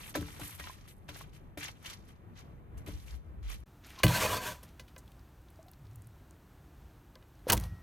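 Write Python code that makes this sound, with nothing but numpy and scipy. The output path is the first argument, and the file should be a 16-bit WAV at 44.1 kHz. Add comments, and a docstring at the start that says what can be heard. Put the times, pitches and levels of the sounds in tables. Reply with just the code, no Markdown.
"""Outdoor cooking table before a stone wall, heard wide in stereo, then after a short gap close up in mono.
Wide: a tray is set down (blows ring its modes), shoes scuff on gritty paving (filtered friction noise and snaps).
Close: an aluminium pot lands on the plastic table (struck modes) and is slid along it (modes driven by stick-slip),
fingers and wet skin tick (noise bursts), then a raw chicken slaps into the pot (bursts, squelch and a ringing rim).
Far traffic and air (coloured noise) lie under both, with low throbs (wavering sines)."""
import sys
import numpy as np
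from scipy import signal
from scipy.fft import rfft, irfft, next_fast_len
from scipy.io import wavfile
from scipy.ndimage import uniform_filter1d

SR = 44100
rng = np.random.default_rng(int(sys.argv[2]) if len(sys.argv) > 2 else 0)


def how_loud(loudness_db):
    """Turn decibels into a plain amplitude multiplier (0 dB gives 1, 20 dB gives 10)."""
    steps = np.asarray(loudness_db, float) / 20
    return 10 ** steps


def bounce(signal):
    """Save signal as a 16-bit WAV file at the path given by the first command-line argument."""
    frames = np.transpose(np.atleast_2d(signal))
    limited = np.clip(frames, -1, 1)
    pcm = np.round(limited * 32767).astype(np.int16)
    wavfile.write(sys.argv[1], SR, pcm)


N = 344862
T = np.arange(N) / SR  # time axis, s
CUT_S = 3.6365  # the wide view ends


def unit(x):
    """Scale to rms 1."""
    return x / np.sqrt(np.mean(x ** 2))


def colour(x, points):
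    """Filter by (Hz, dB) points joined on a log frequency axis."""
    hz, db = np.transpose(points)
    size = next_fast_len(len(x))
    f = np.maximum(np.fft.rfftfreq(size, 1 / SR), 1)
    gain = how_loud(np.interp(np.log(f), np.log(hz), db))
    return irfft(rfft(x, size) * gain, size)[:len(x)]


def grains(spread_db):
    """Dense noise whose samples have long-tailed sizes: grit and stick-slip."""
    sizes = uniform_filter1d(rng.exponential(size=N), size=3)
    return unit(rng.standard_normal(N) * how_loud(spread_db * sizes))


def walk(rate):
    """Random levels held 1 / rate s and slewed twice."""
    k = int(SR / rate)
    steps = np.repeat(rng.standard_normal(N // k + 1), k)
    return uniform_filter1d(uniform_filter1d(steps, k), k)[:N]


def ring(force, modes):
    """A bank of decaying modes driven by a force; neighbours start in opposite directions."""
    out = 0
    for k, (hz, db, t60, *_) in enumerate(modes):
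        r = 1000 ** (-1 / (t60 * SR))
        w = 2 * np.pi * hz / SR
        mode = signal.lfilter([0, r * np.sin(w)], [1, -2 * r * np.cos(w), r * r], force + 1e-18)
        out = out + (-1) ** k * how_loud(db) * mode
    return out


def push(blows, order):
    """Half-sine force pulses of equal impulse at equal level (column order); softer contact pushes longer."""
    force = np.zeros(N)
    for blow in blows:
        start = int(blow[0] * SR)
        contact_s = blow[-1] / 1000
        shape = np.sin(np.pi * np.clip(T[:512] / contact_s, 0, 1))
        force[start:start + 512] += how_loud(blow[order]) * shape / shape.sum()
    return force


def bursts(rows, octaves, t60):
    """Noise clicks with a quick rise and a decay, each in a band about its own centre."""
    out, t = np.zeros(N + 4096), T[:4096]
    for s, db, hz in rows:
        noise = rng.standard_normal(4096)
        band = colour(noise, [(hz / 2 ** octaves, -18), (hz, 0), (hz * 2 ** octaves, -18)])
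        fade = t60 * min(3000 / hz, 1) ** 0.55  # above 3 kHz, higher clicks die sooner
        envelope = 1000 ** (-t / fade) * np.minimum(t / (0.051 * fade), 1)
        start = int(s * SR)
        out[start:start + 4096] += how_loud(db) / 2 * unit(band) * envelope
    return out[:N]


def stroke(start, length, db, rise_db_s, fall_db_s, tail_db=-99, tail_db_s=0):
    """Gain along time: rise, hold, fall, and a slower faint tail."""
    t = T[::8]
    before = np.maximum(start - t, 0)
    after = np.maximum(t - start - length, 0)
    ending_db = np.maximum(np.maximum(-fall_db_s * after, tail_db - tail_db_s * after), -99)
    return np.repeat(how_loud(db - rise_db_s * before + ending_db), repeats=8)[:N]


# fine treble of friction: f/Hz, level/dB
FRICTION_TREBLE = [(5000, -38.5), (8000, 1), (10500, 2.5), (13000, 2.5), (15000, -5.5), (15600, -33.5)]


def rubbed(noise, rows, rasp, *ending):
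    """Friction noise as a rasp and a finer treble, each stroke with its own share of both."""
    gain = np.array([stroke(s, length, 0, rise, *ending) for s, length, *_, rise in rows])
    rasp_db, treble_db = np.transpose(rows)[2:4]
    rasp_part = how_loud(rasp_db) @ gain * unit(colour(noise, rasp))
    return rasp_part + how_loud(treble_db) @ gain * unit(colour(noise, FRICTION_TREBLE))


# spectrum of the air in the wide view: f/Hz, level/dB
WIDE_AIR_COLOUR = [(15, -37), (25, 1), (142, -4), (278, -15.5), (326, -12.5), (354, -16.5), (588, -23),
                   (673, -25), (749, -25), (2180, -35.5), (5140, -57), (12100, -54.5), (15000, -49)]
# spectrum of the air close up: f/Hz, level/dB
CLOSE_AIR_COLOUR = [(15, -62), (25, -6), (59, 4), (114, -4.5), (166, -8), (212, -14), (309, -11.5),
                    (451, -21), (607, -22.5), (734, -21), (1520, -26), (2050, -31.5), (4740, -38),
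                    (8500, -40.5), (10500, -45), (13000, -38), (16000, -45)]


def background():
    """Far traffic and air: gently swaying noise, with another colour in each view."""
    wide_gain, close_gain = how_loud(-52.5 + 2.5 * walk(17)), how_loud(-54 + 0.8 * walk(8))
    wide = wide_gain * unit(colour(rng.standard_normal(N), WIDE_AIR_COLOUR))
    close = close_gain * unit(colour(rng.standard_normal(N), CLOSE_AIR_COLOUR))
    return np.where(T < CUT_S, wide, close)


# soles and cloth dragging, the hiss of the tray's hit, and fingers leaving the pot, one row a stroke:
# t/s, length/s, rasp level/dB, treble level/dB, rise/(dB/s)
FRICTION_STROKES = [(0., 0.098, -53.5, -56.5, 900), (0.142, 0.031, -45.5, -74, 9000),
                    (0.195, 0.27, -58.5, -62.5, 499.5), (0.412, 0.1432, -55.5, -56, 3000),
                    (0.588, 0.1484, -54.5, -63.5, 2008), (0.782, 0.077, -68.5, -80.5, 498),
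                    (0.878, 0.0256, -61.5, -59, 4995), (1.083, 0.0162, -54.5, -80, 9004),
                    (1.156, 0.0613, -54, -61.5, 399), (1.334, 0.0263, -62.5, -69, 3000),
                    (1.585, 0.1041, -49, -60.5, 9007), (1.851, 0.0873, -51, -61, 508.5),
                    (2.088, 0.0187, -65, -73, 499.5), (2.356, 0.021, -64, -86, 5005.5),
                    (2.389, 0.012, -57, -72.5, 500), (2.773, 0.019, -65.5, -68, 5000),
                    (2.863, 0.0538, -57, -65, 9000), (2.944, 0.096, -65, -71, 500),
                    (3.07, 0.0791, -60, -68, 907), (3.429, 0.025, -62.5, -85.5, 4985),
                    (3.501, 0.0303, -51, -57.5, 408.5), (3.847, 0.1145, -56.5, -68, 900),
                    (3.99, 0.0145, -48.5, -66, 906), (4.63, 0.008, -57, -62, 4998.5),
                    (4.681, 0.0117, -66, -87.5, 900.5)]
# rasp of these strokes: f/Hz, level/dB
FRICTION_RASP = [(250, -11.5), (500, -6.5), (1200, 1), (2300, 1.5), (4000, -3), (7000, -8), (10000, -37.5)]


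def scuffs():
    """Soles drag grit: patchy friction; grains snap at random in four bands, low to high."""
    grit = 0
    for lo_hz, hi_hz in [(60, 1800), (1800, 3800), (3800, 7000), (7000, 20000)]:
        snap_now = rng.random(N) < 50 / SR  # 50 snaps a second
        snaps = snap_now * how_loud(3 + 4 * rng.standard_normal(N))
        cracks = signal.lfilter([1], [1, -1000 ** (-1 / (0.02 * SR))], snaps)  # t60 20 ms
        friction = grains(4.8) * how_loud(2.0 * walk(80)) * (1 + cracks)
        band = signal.butter(2, [lo_hz, hi_hz], "band", fs=SR, output="sos")
        grit = grit + signal.sosfilt(band, friction)
    # fall dB/s, then a fainter tail: tail dB, tail fall dB/s
    return rubbed(grit, FRICTION_STROKES, FRICTION_RASP, 449.5, -16, 88.5)


# sharp contacts: t/s, level/dB, centre f/Hz
GRIT_CLICKS = [(0.1516, -25.5, 1556), (0.5954, -33, 1700), (0.8814, -48.5, 4670), (1.0879, -35, 2120),
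               (1.5728, -36, 1860), (1.6272, -30, 2480), (1.6394, -32.5, 6450), (1.8565, -32.5, 3000),
               (1.8971, -34, 3750), (1.931, -40, 4700), (2.7771, -48.5, 7000), (2.8719, -46, 2300),
               (3.5394, -41.5, 2620)]


def grit_clicks():
    """Sharp contacts as short bursts of noise."""
    return bursts(GRIT_CLICKS, octaves=1.8, t60=0.064)


# blows of the tray: t/s, table level/dB, tray level/dB, contact/ms
TRAY_HITS = [(.152, -66, -36, 0.262), (.166, -44.5, -27.5, 1.735), (.178, -33, -26.5, 2.28),
             (.214, -35.5, -29, 2.33), (.41, -40, -38.5, 2.72), (.596, -69, -53.5, 0.18),
             (1.088, -52, -49, 0.3), (1.572, -47, -41, 1.21), (2.872, -38.5, -54, 0.534),
             (2.885, -42, -44, 1.07)]
# modes of the tray: f/Hz, level/dB, t60/s
TRAY_MODES = [(294.1, -0.5, 0.247), (439.7, -11, 0.249), (567, 4, 0.065), (650, 12, 0.012),
              (1000, -3.5, 0.134), (1316, -13, 0.37), (1645, 6, 0.039), (2210, -81.5, 0.046),
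              (2480, -55, 0.049), (3700, 3.5, 0.061)]
# modes of the plastic table top, also excited by the pot: f/Hz, level/dB, t60/s
TABLE_MODES = [(79.93, -8, 0.39), (98.5, -2, 0.25), (124.58, -6.5, 0.35), (168, -8.5, 0.35),
               (206.6, -4, 0.15), (233.4, -2, 0.041), (308.6, -8.5, 0.15), (386.3, -13.5, .1),
               (53.4, -8.5, 0.27)]


def tray_landing():
    """The tray meets the table: each blow rings both the table top and the tray."""
    return ring(push(TRAY_HITS, order=1), TABLE_MODES) + ring(push(TRAY_HITS, order=2), TRAY_MODES)


# rattle of table and vessel at landings, and brighter tails of finger taps: t/s, level/dB, centre f/Hz
RATTLE_AND_TAP_BURSTS = [(.154, -29, 480), (.175, -46.5, 340), (.205, -39, 290), (.394, -34.5, 610),
                         (1.089, -46.5, 570), (1.573, -36.5, 468), (2.873, -40, 388), (4.035, -14.5, 500),
                         (4.795, -41, 4600), (4.877, -50, 3000), (4.981, -43.5, 6950), (7.524, -15, 616.5),
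                         (7.54, -56, 220)]


def rattles_and_tap_tails():
    """Rattle of table and vessel at landings, and brighter tails of finger taps, as wide-band noise bursts."""
    return bursts(RATTLE_AND_TAP_BURSTS, octaves=1.6, t60=0.093)


# low throbs, the one at 3.593 s a thump as the scene changes: t/s, length/s, level/dB, f/Hz
THROB_STROKES = [(0.198, 0.129, -56, 80.16), (0.535, 0.175, -53.5, 79), (2.759, 0.01, -39.5, 66),
                 (2.938, 0.0136, -41.5, 66), (3.03, 0.0233, -47, 58), (3.134, 0.0304, -38, 58),
                 (3.272, 0.032, -45, 61.8), (3.381, 0.0091, -44.5, 73.8), (3.44, 0.085, -39, 60),
                 (3.593, 0.027, -44.5, 61.8), (5.809, 0.29, -52, 101.5)]


def throbs():
    """Low throbs, as of wind on the microphone or a far engine: sines of wavering pitch and uneven level. The
    one at 3.59 s is a low thump just as the scene changes."""
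    waver, uneven = 2 ** (0.35 * walk(45)), how_loud(3 * walk(40))
    out = 0
    for s, length, db, hz in THROB_STROKES:
        tone = unit(np.sin(2 * np.pi * np.cumsum(hz * waver) / SR))
        out = out + stroke(s, length, db, rise_db_s=363.5, fall_db_s=321.5) * tone
    return uneven * out


# hollow pops and clinks: t/s, level/dB, f/Hz, t60/s
POP_HITS = [(.602, -25, 1900, 0.174), (0.639, -44.5, 1000, 0.175), (.697, -33.5, 1035, 0.04),
            (1.211, -34.5, 1100, 0.036), (3.977, -44, 1056, 0.43), (4.002, -30.5, 1066, 0.0304),
            (5.591, -44, 650, 0.086), (5.661, -49, 714, 0.065), (5.681, -50.5, 742, 0.0502),
            (7.469, -23.5, 507, 0.0353), (7.526, -18, 931, 0.0764)]


def pops():
    """Small pops and clinks: one mode each, set off by a 0.7 ms push."""
    return sum(ring(push([(s, db, 0.7)], order=1), [(hz, 0, t60)]) for s, db, hz, t60 in POP_HITS)


# clear ticks, the first the pot's landing contact: t/s, level/dB, centre f/Hz
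CLEAR_TICKS = [(4.033, -6.5, 2850), (4.0658, -17.5, 3400), (4.0803, -14.5, 3410), (4.6302, -53.5, 3460),
               (4.795, -37, 2990), (4.9623, -39.5, 3420), (4.9801, -39, 8500), (5.0774, -48, 3420),
               (5.1178, -44.5, 3240), (5.503, -47.5, 10820), (5.6281, -47.5, 6550), (5.683, -47, 3420),
               (5.7148, -40.5, 12400), (5.7339, -44, 3860), (5.9576, -38, 10300), (6.0207, -44.5, 8580),
               (6.071, -44.5, 11000), (6.3083, -44, 7200), (7.226, -52.5, 3430), (7.1545, -41.5, 4200)]
# spells of busy hands with fainter ticks: from t/s, to t/s, rate/(1/s)
FAINT_TICK_SPELLS = [(5., 6.3, 14), (7.2, 7.47, 18)]


def ticks():
    """Fingers, nails and wet skin: clear ticks, and fainter ones at random while hands are busy. The first
    clear tick, at 4.033 s, is the sharp contact of the pot landing."""
    faint = []
    for start, end, rate in FAINT_TICK_SPELLS:
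        for when, size, pitch in rng.random((int(rate * (end - start)), 3)):
            faint.append((start + (end - start) * when, -51 - 10 * size, 3200 * 4.2 ** pitch))
    return bursts(CLEAR_TICKS + faint, octaves=1.0, t60=0.018)


# blows on the pot: t/s, table level/dB, pot level/dB, contact/ms
POT_HITS = [(4.0332, -23, -30, 0.063), (4.035, -17.5, -19, 0.05), (4.041, -23.5, -42, 0.23),
            (4.051, -21, -47, 0.35), (4.065, -45.5, -31, 0.163), (4.081, -42, -52, .15),
            (4.629, -50.5, -48.5, 0.6), (4.796, -49.5, -47, .15), (4.963, -76, -46, 0.364),
            (7.156, -69.5, -46.5, 0.546), (7.223, -72, -62.5, 0.19), (7.487, -35.5, -41.5, 0.63),
            (7.498, -35.5, -24, 0.05), (7.523, -30.5, -32.5, 0.19), (7.532, -30.5, -50.5, 0.43),
            (7.543, -13.5, -41.5, 11.83), (7.567, -30, -42, 0.29), (7.6, -26.5, -29.5, 5.63),
            (7.638, -31, -51.5, 4.96), (7.709, -34.5, -61, 5.17)]
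# modes of the pot in the hand: f/Hz, struck level/dB, t60/s, rubbed level/dB
POT_MODES = [(525, -6, 0.096, -7.5), (621.4, -12, 0.14, -3), (711, -12.5, 0.045, -7.5),
             (1000, -12, 0.18, 1), (1100, 0, 0.017, 0.5), (1561, -5.5, 0.065, 0.5),
             (1689, -4, 0.038, -16.5), (2007, -7.5, 0.11, -20.5), (2098, -1.5, 0.02, -12.5),
             (2480, -1, 0.039, -4.5), (2938, -3, 0.0695, -9.5), (3477, -13, 0.03, -10),
             (4462, -7.5, 0.065, -12.5), (4390, -16.5, 0.021, -8), (6380, -18.5, 0.048, -16.5),
             (7820, -26, 0.042, -20.5)]


def pot_landing():
    """The pot meets the table, and is hit again later: each blow rings both table top and pot."""
    return ring(push(POT_HITS, order=1), TABLE_MODES) + ring(push(POT_HITS, order=2), POT_MODES)


# pot sliding on the table: t/s, level/dB, hiss of the contact over it/dB
SLIDE_LEVELS = [(4.041, -60, -10.5), (4.052, -33.5, -17), (4.09, -32.5, -3), (4.19, -29.5, -0.5),
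                (4.26, -32.5, -2.5), (4.375, -33, -2), (4.398, -36.5, -9), (4.43, -40, -3.5),
                (4.46, -36, -2), (4.522, -43.5, 1.5), (4.545, -57, 3.5), (4.62, -67.5, -1.5),
                (4.66, -98, 0)]
# hiss of the sliding contact: f/Hz, level/dB
SLIDE_HISS_COLOUR = [(200, -62), (450, 5), (1000, 3), (2500, 4), (4500, -1.5), (7000, -0.5), (10500, -7),
                     (13000, -2.5), (16000, -17)]


def slide():
    """Stick-slip under the pot drives the modes of pot and table and hisses directly."""
    slip = grains(3) * how_loud(2.5 * walk(60))
    s, level_db, hiss_db = np.transpose(SLIDE_LEVELS)
    level = how_loud(np.interp(T, s, level_db, left=-200, right=-200))
    hiss = how_loud(np.interp(T, s, hiss_db)) * unit(colour(slip, SLIDE_HISS_COLOUR))
    body = 0
    for hz, _, t60, rubbed_db in POT_MODES:
        # the contact patch wanders over the base, so each mode is driven by turns
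        force = level * slip * how_loud(3.5 * walk(30))
        # steady friction builds a mode up as the root of its decay time
        build_up = np.sqrt(t60 * SR / (4 * np.log(1000)))
        body = body + ring(force, [(hz, rubbed_db, t60)]) / build_up
    body = np.interp(T + 0.0008 * walk(18), T, body)  # the load bends the pitch a little
    table = unit(ring(slip, TABLE_MODES))
    return how_loud(-10) * body + level * (how_loud(-9) * table + hiss)


# wet flesh squelching, at the drop and as it settles: t/s, length/s, rasp level/dB, treble level/dB, rise/(dB/s)
SQUELCH_STROKES = [(7.485, 0.0055, -39.5, -44.5, 2496), (7.5, 0.02, -32, -78.5, 909.5),
                   (7.568, .09, -56, -63, 899.5)]
# rasp of the squelch: f/Hz, level/dB
SQUELCH_RASP = [(400, 1.5), (900, 1.5), (3300, -10.5), (6000, -10), (9000, -42)]
# wet slaps: t/s, level/dB, centre f/Hz
WET_SLAPS = [(7.499, -6.5, 3020), (7.502, -8, 1350), (7.5215, -7, 6860), (7.528, -8.5, 5000),
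             (7.532, -5.5, 7000), (7.551, -38.5, 1200), (7.569, -26.5, 6000), (7.575, -22.5, 2460),
             (7.599, -27.5, 9000), (7.61, -35, 9000), (7.637, -33, 3400)]
# blow on the rim: t/s, level/dB, contact/ms
RIM_HIT = [(7.5, -45, 0.094)]
# rim of the pot, ringing on once the hand is off: f/Hz, level/dB, t60/s
RIM_MODES = [(1324, -20.5, 4.1), (1900, -13, 2.75), (3300, -8.5, 0.33)]


def chicken():
    """Wet slaps and a crackly squelch; the free rim rings on."""
    # fall dB/s, tail dB, tail fall dB/s
    squelch = rubbed(grains(4), SQUELCH_STROKES, SQUELCH_RASP, 500, -24.5, 64)
    slaps = bursts(WET_SLAPS, octaves=4.7, t60=0.01962)
    return squelch + slaps + ring(push(RIM_HIT, order=1), RIM_MODES)


# width of the scattered sound: f/Hz, side over mid level/dB
SIDE_WIDTH = [(60, -1.5), (110, -40), (200, -1.5), (380, -2.5), (700, 6), (1290, -1), (2380, -3),
              (4400, -0.5), (8120, 2), (15000, -8.5)]
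# bass leaning to the left port: f/Hz, level/dB
LEFT_LEAN = [(60, -14), (300, -11), (1000, -68)]


def wide_view(diffuse, direct):
    """The stone wall and ground scatter sound to the two ports unequally: a diffuse side signal."""
    scatter = rng.standard_normal(4096) * 1000 ** (-T[:4096] / 0.0457)
    scatter = scatter / np.sqrt(np.sum(scatter ** 2))
    # table knocks arrive more from the front
    spread = signal.fftconvolve(diffuse + how_loud(-12.5) * direct, scatter)[:N]
    # wind and rumble differ at the two ports
    lagged = colour(np.roll(diffuse, 1500), [(30, -6), (120, -7), (250, -40)])
    mid = diffuse + direct
    side = colour(spread, SIDE_WIDTH) + colour(mid, LEFT_LEAN) + lagged
    top = signal.ellip(8, 0.2, 60, 14600, fs=SR, output="sos")  # less top than close up
    return signal.sosfilt(top, [mid + side, mid - side])


def scene():
    """Wide stereo view, a short gap, then the mono close view fading in."""
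    diffuse = background() + scuffs() + grit_clicks() + throbs()
    direct = tray_landing() + rattles_and_tap_tails() + pops() + ticks() + pot_landing() + slide() + chicken()
    fade_in = np.clip((T - 3.657) / 0.008, 0, 1)  # from 3.657 s, over 8 ms
    return np.where(T < CUT_S, wide_view(diffuse, direct), (diffuse + direct) * fade_in)


def roll_off(x):
    """The treble ends steeply here."""
    return signal.sosfilt(signal.butter(12, 16620, fs=SR, output="sos"), x)


# treble dips of the microphone: f/Hz, level/dB
MICROPHONE_DIPS = [(4000, -1), (5000, -2.5), (6200, -1), (7600, -2.5), (9000, 0), (10500, -1), (12500, 0)]


def record(dry):
    """The microphone drops the lowest bass and has a few shallow dips in the treble."""
    heard = np.array([colour(channel, MICROPHONE_DIPS) for channel in dry])
    bass_cut = signal.butter(2, 36, "high", fs=SR, output="sos")
    mix = signal.sosfilt(bass_cut, heard)
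    return roll_off(mix)


dry = scene()
out = record(dry)
bounce(out)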